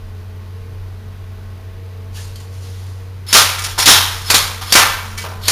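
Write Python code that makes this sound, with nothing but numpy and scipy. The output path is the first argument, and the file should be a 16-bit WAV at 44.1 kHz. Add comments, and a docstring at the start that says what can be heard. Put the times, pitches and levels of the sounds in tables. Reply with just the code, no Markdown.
"""A machine hums nearby, with a thin far whirr, a low rumble and outdoor air, all filtered noise and wavering tones.
As an electric airsoft rifle is raised, cloth rustles, the strap creaks and the sling buckle clinks.
Then come five single shots down a narrow yard: gear noise swells as the motor winds the spring, the piston slams,
pellets smack cans and boards after the first four, knocked cans clatter, and the walls ring on as decaying noise.
A cheap mono recorder overloads on the loud blows and mirrors its treble."""
import sys
import numpy as np
from scipy import signal
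from scipy.io import wavfile
from scipy.ndimage import uniform_filter1d

SR = 44100
rng = np.random.default_rng(int(sys.argv[2]) if len(sys.argv) > 2 else 0)


def ratio(d):
    """dB to gain"""
    e = np.asarray(d, float) / 20
    return 10 ** e


def put_to_file(sound):
    """Save the sound as 16-bit audio at rate SR, in the file named by the first command-line argument."""
    columns = np.atleast_2d(sound).T  # one column per channel
    safe = np.clip(columns, -1, 1)
    whole_steps = np.round(safe * 32767)
    wavfile.write(sys.argv[1], SR, whole_steps.astype(np.int16))


N = 242991   # length [samples]

# The four blow tables share their columns, levels before the boost of their kind:
# (time [s], level [dB], brightness [dB per octave], wall echo [dB], favoured ring [Hz])
# piston slams
SLAMS = [(3.328, 3, 5, 0, 4570), (3.857, -1.5, 7.5, 1.5, 5800), (4.301, 1, 2, -3, 4270),
         (4.723, 8, 4.5, -12.5, 6000), (5.481, 2, 2.5, -5, 4900)]
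# pellet strikes
STRIKES = [(3.348, 4.5, 2.5, -5.5, 1260), (3.875, 5.5, 2.5, -2.5, 3800), (4.342, -3.5, 3, -5, 3400),
           (4.752, 5.5, 1.5, -3.5, 1630)]
# knocked cans clattering
CLATTER = [(3.585, -9, 6, -17, 2300), (3.619, -15, 9, -30, 5400), (3.639, -11, 6, -1.5, 2600),
           (3.66, -18, -4.5, -5.5, 3170), (3.779, -4, 0.5, -4, 890), (3.786, -3, 3.5, -1, 3900),
           (3.821, -4.5, 2, -19, 5700), (4.328, -12, -6.5, -15, 1600), (4.385, -23, -7, -1, 3400),
           (4.612, -13.5, 0.5, 0, 1066), (5.176, -12, 5, -3, 2110), (5.239, -15.5, -7, -3.5, 980)]
# sling buckle clinks
CLINKS = [(2.357, -29.5, 7.5, -15, 3500), (2.402, -31, -2, -8, 6700), (2.622, -37, 1.5, -12, 5200),
          (2.795, -45, -6, 1, 4520), (2.866, -37, 4, -18, 7200)]
# motor winding before each slam: (start [s], whine peak [dB])
TRIGGERS = [(3.265, -22.5), (3.795, -17), (4.244, -27), (4.655, -38), (5.414, -40)]
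# spectrum of any blow: (frequency [Hz], relative level per Hz [dB])
BLOW_SPECTRUM = [(59, -33), (100, -20), (110, -19.5), (120, 12), (155, -27), (482, -12.5), (1220, -5.5),
                 (1860, -9.5), (2840, -10), (3470, -7), (5380, -11.5), (7900, -12), (10300, -44),
                 (17400, -120)]
# wall echo decay: (frequency [Hz], t60 [s])
YARD_T60 = [(150, 0.56), (400, 0.54), (1040, 0.74), (2760, 0.56), (7280, 0.34)]
# ringing modes of the rifle: (frequency [Hz], relative level [dB], t60 [s])
RIFLE_MODES = [(985, -29, 0.078), (2420, 2, 0.011), (4200, -18, 0.023), (4638, 5, 0.078), (5400, 1, 0.013),
               (6200, -33, 0.096), (7750, -14, 0.077)]
# ringing modes of the cans: (frequency [Hz], relative level [dB], t60 [s])
CAN_MODES = [(376, -14, .2), (770, -4, 0.21), (926, -2, 0.54), (1015, -2.5, 0.24), (1220, -2, 0.24),
             (1359, 0, 0.11), (1410, -6, 0.22), (1569, -2.5, 0.067), (1767, 0.5, 0.11), (2005, -1, 0.26),
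             (2270, 0, 0.18), (2600, -11, 0.39), (3134, -2.5, 0.29), (3400, -3, 0.16), (3350, -16, 0.18),
             (3770, -6, 0.26), (4000, -19, .12), (4340, -1, 0.18), (4800, -10, 0.26), (5220, 5, 0.072),
             (5610, 7, .1), (5470, -1, 0.11), (7100, -20, .1)]
# ringing modes of the buckle: (frequency [Hz], relative level [dB], t60 [s])
BUCKLE_MODES = [(3143, 5.5, 0.065), (4470, 5, 0.053), (4910, -2, .06), (5800, -14, 0.065), (7000, 8, .08),
                (7600, 1, .05)]
# gear housing resonances: (frequency [Hz], width [Hz], relative level [dB])
GEAR_MODES = [(1230, 1300, -10), (2300, 150, -4.5), (3250, 570, -3.5), (4480, 340, 0.5), (5230, 280, -3),
              (7100, 870, -11)]
# cloth strokes: (time of peak [s], peak [dB], rise [s], t60 [s])
CLOTH_STROKES = [(2.17, -34, 0.058, 0.75), (2.358, -43.5, .01, .4), (2.408, -46.5, .015, 0.4),
                 (2.542, -45, 0.076, 0.78), (2.65, -42, 0.11, 1.3), (2.76, -48, .1, 1.4),
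                 (2.87, -49, 0.11, 0.65)]
# cloth spectrum: (frequency [Hz], relative level per Hz [dB])
CLOTH_SPECTRUM = [(470, -17), (800, -3), (1110, -7), (1770, -9), (2450, -5.5), (4800, 0), (7250, -3),
                  (7900, -14), (10300, -44), (17400, -120)]
# strap creak: (time of peak [s], peak [dB], rise [s], t60 [s])
STRAP_CREAK = [(2.18, -43, 0.028, .25)]
# near machine hum: (time [s], frequency [Hz], level [dB])
HUM = [(0, 90.84, -30.5), (1.09, 93.15, -29.5), (1.55, 92.3, -31.5), (2.5, 93.2, -28.5), (3.2, 93.3, -29.5),
       (3.6, 93.3, -29.5), (4.1, 91.5, -27), (4.6, 92, -31.5), (5.51, 92.1, -27)]
# multiples in the hum: (multiple, relative level [dB])
HUM_ORDERS = [(1, 0.5), (2, -28.5), (4, -33.5), (6, -35), (8, -49)]
# the hum's fifth multiple: (time [s], level [dB])
HUM_FIFTH = [(0, -59), (.8, -56), (1.4, -74), (1.75, -49), (2.6, -54), (2.9, -58), (5.51, -46)]
# far motor whirr: (time [s], frequency [Hz], level [dB])
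WHIRR = [(0, 213.5, -51.5), (1, 215.3, -50.5), (2.1, 217.2, -51), (2.35, 219.8, -52.5), (3.2, 216.8, -57.5),
         (4.2, 223.1, -56), (5.5, 212, -45.5)]
# multiples in the whirr: (multiple, relative level [dB])
WHIRR_ORDERS = [(1, -0.5), (2, -3), (3, -7), (4, -12), (5, -9), (7, -14), (9, -13.5)]
# low rumble: (time [s], level [dB])
RUMBLE = [(0, -30), (.25, -40), (.84, -36), (2.1, -40.5), (3.07, -45), (3.91, -36.5), (5.51, -39.5)]
# outdoor air spectrum: (frequency [Hz], relative level per Hz [dB])
AIR_SPECTRUM = [(32, -34), (55, -11.5), (100, -3.5), (121, -10.5), (140, -11), (159, -17), (221, -20),
                (290, -21), (430, -19), (519, -25), (1070, -25.5), (1170, -26.5), (5210, -36), (7900, -46),
                (10300, -86), (17400, -120)]
# third-octave band edges: (frequency [Hz])
BAND_EDGES = 20 * 2 ** np.arange(0, 8.7, 1 / 3)


def piston_slams():
    """The piston slams home and shakes the rifle's modes."""
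    return blows(SLAMS, RIFLE_MODES, boost_db=5, bump_db=9.5, ring_db=-1.0, tick_db=-13.5,
                 attack_s=0.00022, rise_s=0.087, grain_db=2.0, burst_s=0.066)


def pellet_strikes():
    """Pellets smack their targets, a low bump from the recorder's overload under each, and set the can modes ringing."""
    return blows(STRIKES, CAN_MODES, boost_db=8.5, bump_db=26.5, ring_db=7, tick_db=-15.5,
                 attack_s=0.00044, rise_s=0.011, grain_db=1.0, burst_s=0.17)


def can_clatter():
    """Knocked cans clatter: softer attacks, strong ringing."""
    return blows(CLATTER, CAN_MODES, boost_db=-1.5, bump_db=6, ring_db=9.5, tick_db=-18.5,
                 attack_s=0.0024, rise_s=0.036, grain_db=2.0, burst_s=0.088)


def buckle_clinks():
    """Short knocks ring the small, high modes of the sling buckle."""
    return blows(CLINKS, BUCKLE_MODES, boost_db=3, bump_db=3, ring_db=15, tick_db=-15.0,
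                 attack_s=0.00044, rise_s=.04, grain_db=2.0, burst_s=.03)


def blows(table, modes, boost_db, bump_db, ring_db, tick_db, attack_s, rise_s, grain_db, burst_s):
    """A gritty burst and wall echoes that die band by band shake the struck body's modes, over a low bump."""
    s, db, bright, echo_db, spot_hz = np.transpose(table)
    t = np.arange(N) / SR
    last = np.clip(np.searchsorted(s, t) - 1, 0, None)   # index of the latest blow
    age = np.maximum(t - s[last], 0)
    burst = ratio(-60 * age / burst_s) * (1 - np.exp(-age / attack_s))
    scatter = rng.normal(0, 1.65, (len(s), len(BAND_EDGES)))   # no two blows alike [dB]
    far_t60_s, far_db = 1.49, -22.5   # late echoes from distant buildings
    noise = np.zeros(N)
    for k, (hz, band) in enumerate(bands()):
        tilt_db = bright * np.log2(max(hz, 700) / 2500)
        level_db = db + boost_db + at_hz(BLOW_SPECTRUM, hz) + tilt_db + scatter[:, k]
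        echoes = train(s, ratio(level_db + echo_db))
        walls = dying(echoes, at_hz(YARD_T60, hz)) - dying(echoes, rise_s)   # builds up, then dies
        far = ratio(far_db) * dying(echoes, far_t60_s)
        noise += band * (ratio(level_db)[last] * burst + walls + far)
    noise *= ratio(grain_db * drift(140))   # separate echoes arrive unevenly

    rings = np.zeros(N)
    for hz, mode_db, t60 in modes:
        near_db = -np.minimum(22 * np.log2(hz / spot_hz) ** 2, 12)   # the spot struck favours some modes
        wander = ratio(1.7 * drift(42))   # each mode's strength wanders at random
        shaking = noise * ratio(ring_db + mode_db + near_db)[last] * wander
        undo_gain = t60 * SR / (2 * np.log(1000))   # a narrow resonance barely answers a click
        contact = train(s, ratio(db + tick_db + mode_db + near_db) * undo_gain)
        rings += resonate(shaking + contact, hz, np.log(1000) / np.pi / t60)
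    clicks = train(s, ratio(db + bump_db + 1.5))
    low_bump = resonate(resonate(clicks, 210, 270), 230, 500)
    return noise + rings + low_bump


def gearbox():
    """Uneven tooth contacts excite the gear housing while the spring is wound; the pinion whines."""
    start_db, end_db, curve = -41.5, -22, 0.66   # gear noise swells with spring load
    peak_s, rise_db_per_s, fall_db_per_s = .025, 1500, 650   # whine, after the trigger
    t, gear, whining = np.arange(N) / SR, 0, 0
    for (start, whine_db), (slam, *_) in zip(TRIGGERS, SLAMS):
        load = np.clip((t - start) / (slam - start), 0, 1)
        winding = (t > start) & (t < slam)
        late = t - start - peak_s
        gear = gear + winding * ratio(start_db + (end_db - start_db) * load ** curve)
        whine_shape_db = np.minimum(rise_db_per_s * late, -fall_db_per_s * late)
        whining = whining + winding * ratio(whine_db + whine_shape_db)
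    teeth = rng.standard_normal(N) * ratio(1.0 * drift(120))
    housing = 0
    for k, (hz, width, db) in enumerate(GEAR_MODES):
        housing = housing + (-1) ** k * ratio(db) * resonate(teeth, hz, width)   # alternate polarity
    whine_hz, width_hz = 5190, 51
    whine = resonate(resonate(teeth, whine_hz, width_hz), whine_hz, width_hz)
    return gear * rms_one(housing) + whining * rms_one(whine)


def handling():
    """Cloth slides as flickering noise and the strap creaks once, a narrow resonance of noise."""
    cloth = swells(CLOTH_STROKES) * coloured(CLOTH_SPECTRUM, patchy_db=1.5)
    creak = rms_one(resonate(rng.standard_normal(N), hz=1720, width_hz=93))
    return cloth + swells(STRAP_CREAK) * creak


def machines():
    """A strong near hum and a thin far whirr from running-speed multiples; traffic-like rumble from low noise."""
    hz, db = in_time(HUM)
    hum = tone(hz, db, HUM_ORDERS, waver_db=1.0)
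    fifth = tone(hz, in_time(HUM_FIFTH)[0], [(5, 0)], waver_db=4.0)
    whirr = tone(*in_time(WHIRR), WHIRR_ORDERS, waver_db=2.5)
    low_band = signal.butter(3, [22, 46], "band", fs=SR, output="sos")
    rumble = rms_one(signal.sosfilt(low_band, rng.standard_normal(N)))
    return hum + fifth + whirr + ratio(in_time(RUMBLE)[0] + 1.8 * drift(4.0)) * rumble


def outdoor_air():
    """Steady low-weighted noise of the open air."""
    return ratio(-40.5) * coloured(AIR_SPECTRUM, patchy_db=0.3)


def tone(hz, db, orders, waver_db):
    """Multiples of a running speed, each wavering in level."""
    phase = 2 * np.pi * np.cumsum(hz) / SR
    total = 0
    for k, order_db in orders:
        total = total + ratio(db + order_db + waver_db * drift(4.6)) * np.sin(k * phase + k)
    return np.sqrt(2) * total   # levels are rms


def swells(rows):
    """Each row swells smoothly to its peak and dies away; powers add."""
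    t, power = np.arange(N) / SR, 0
    for s, db, rise, t60 in rows:
        fall = ratio(db - 60 * np.maximum(t - s, 0) / t60)
        power = power + (fall * np.clip(1 + (t - s) / rise, 0, 1) ** 2) ** 2
    return np.sqrt(power)


def coloured(spectrum, patchy_db):
    """Noise of a given spectrum whose bands flicker; rms 1."""
    return rms_one(sum(ratio(at_hz(spectrum, hz) + patchy_db * drift(6.8)) * band for hz, band in bands()))


def bands():
    """Third-octave bands of white noise with their centres; neighbours are unrelated."""
    white = rng.standard_normal((2, N))
    for k, (low, high) in enumerate(zip(BAND_EDGES, BAND_EDGES[1:])):
        sos = signal.butter(2, [low, high], "band", fs=SR, output="sos")
        yield np.sqrt(low * high), signal.sosfilt(sos, white[k % 2])


def resonate(x, hz, width_hz):
    """One resonance, gain 1 on top."""
    r = np.exp(-np.pi * width_hz / SR)
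    feedback = [1, -2 * r * np.cos(2 * np.pi * hz / SR), r * r]
    return signal.lfilter((1 - r * r) / 2 * np.array([1, 0, -1]), feedback, x)


def train(times, sizes):
    """Clicks at the given times."""
    clicks = np.full(N, 1e-18)
    clicks[np.round(times * SR).astype(int)] = sizes
    return clicks


def dying(clicks, t60):
    """Each click starts an exponential fall."""
    return signal.lfilter([1], [1, -ratio(-60 / (t60 * SR))], clicks)


def drift(rate_hz):
    """Slow random wander of spread 1: noise through two lowpass poles at rate_hz."""
    hop = 40   # drawn on every 40th sample, then joined by lines
    r = np.exp(-2 * np.pi * hop * rate_hz / SR)
    draws = rng.standard_normal(N // hop + 2002)
    slow = signal.lfilter([1], [1, -2 * r, r * r], draws)[2000:]   # skip the settling
    return np.interp(np.arange(N) / hop, np.arange(len(slow)), rms_one(slow))


def in_time(rows):
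    """Columns of a curve at every sample."""
    s, *columns = np.transpose(rows)
    return [np.interp(np.arange(N) / SR, s, c) for c in columns]


def at_hz(points, hz):
    """Read a spectrum on a log axis."""
    return np.interp(np.log(hz), np.log(np.array(points)[:, 0]), np.array(points)[:, 1])


def rms_one(x):
    """Scale to rms 1."""
    return x / np.sqrt(np.mean(x ** 2) + 1e-20)


def scene():
    """Rifle, cans, cloth, machines and outdoor air, heard by one microphone."""
    impacts = piston_slams() + pellet_strikes() + can_clatter() + buckle_clinks()
    mono = impacts + gearbox() + handling() + machines() + outdoor_air()
    return np.tile(mono, (2, 1))


def roll_off(x):
    """The treble ends steeply here."""
    return signal.sosfilt(signal.butter(12, 15530, fs=SR, output="sos"), x)


def record(dry):
    """Peaks clip, slow sampling holds steps that mirror the spectrum about half the rate, a top cut, peaks clip again."""
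    sample_hz, hiss_db, step_noise_db = 16000, -65, -17
    cut = signal.sosfilt(signal.cheby1(8, .5, 7600, fs=SR, output="sos"), dry[0])
    sampled = signal.resample_poly(np.clip(cut, -.95, .95), 160, 441)   # SR to sample_hz
    held = sampled[(np.arange(N) * sample_hz // SR).astype(int)]
    # coarse adaptive steps: the rounding noise follows how fast the wave moves
    busy = np.sqrt(uniform_filter1d(np.gradient(np.clip(cut, -1, 1)) ** 2, size=220))
    noise_level = ratio(hiss_db) + ratio(step_noise_db) * busy
    noisy = held + noise_level * rng.standard_normal(N)
    top_cut = signal.sosfilt(signal.ellip(10, .3, 60, 15400, fs=SR, output="sos"), noisy)
    mix = np.tile(np.clip(ratio(0.19) * top_cut, -1, 1), (2, 1))
    return roll_off(mix)


dry = scene()
out = record(dry)
put_to_file(out)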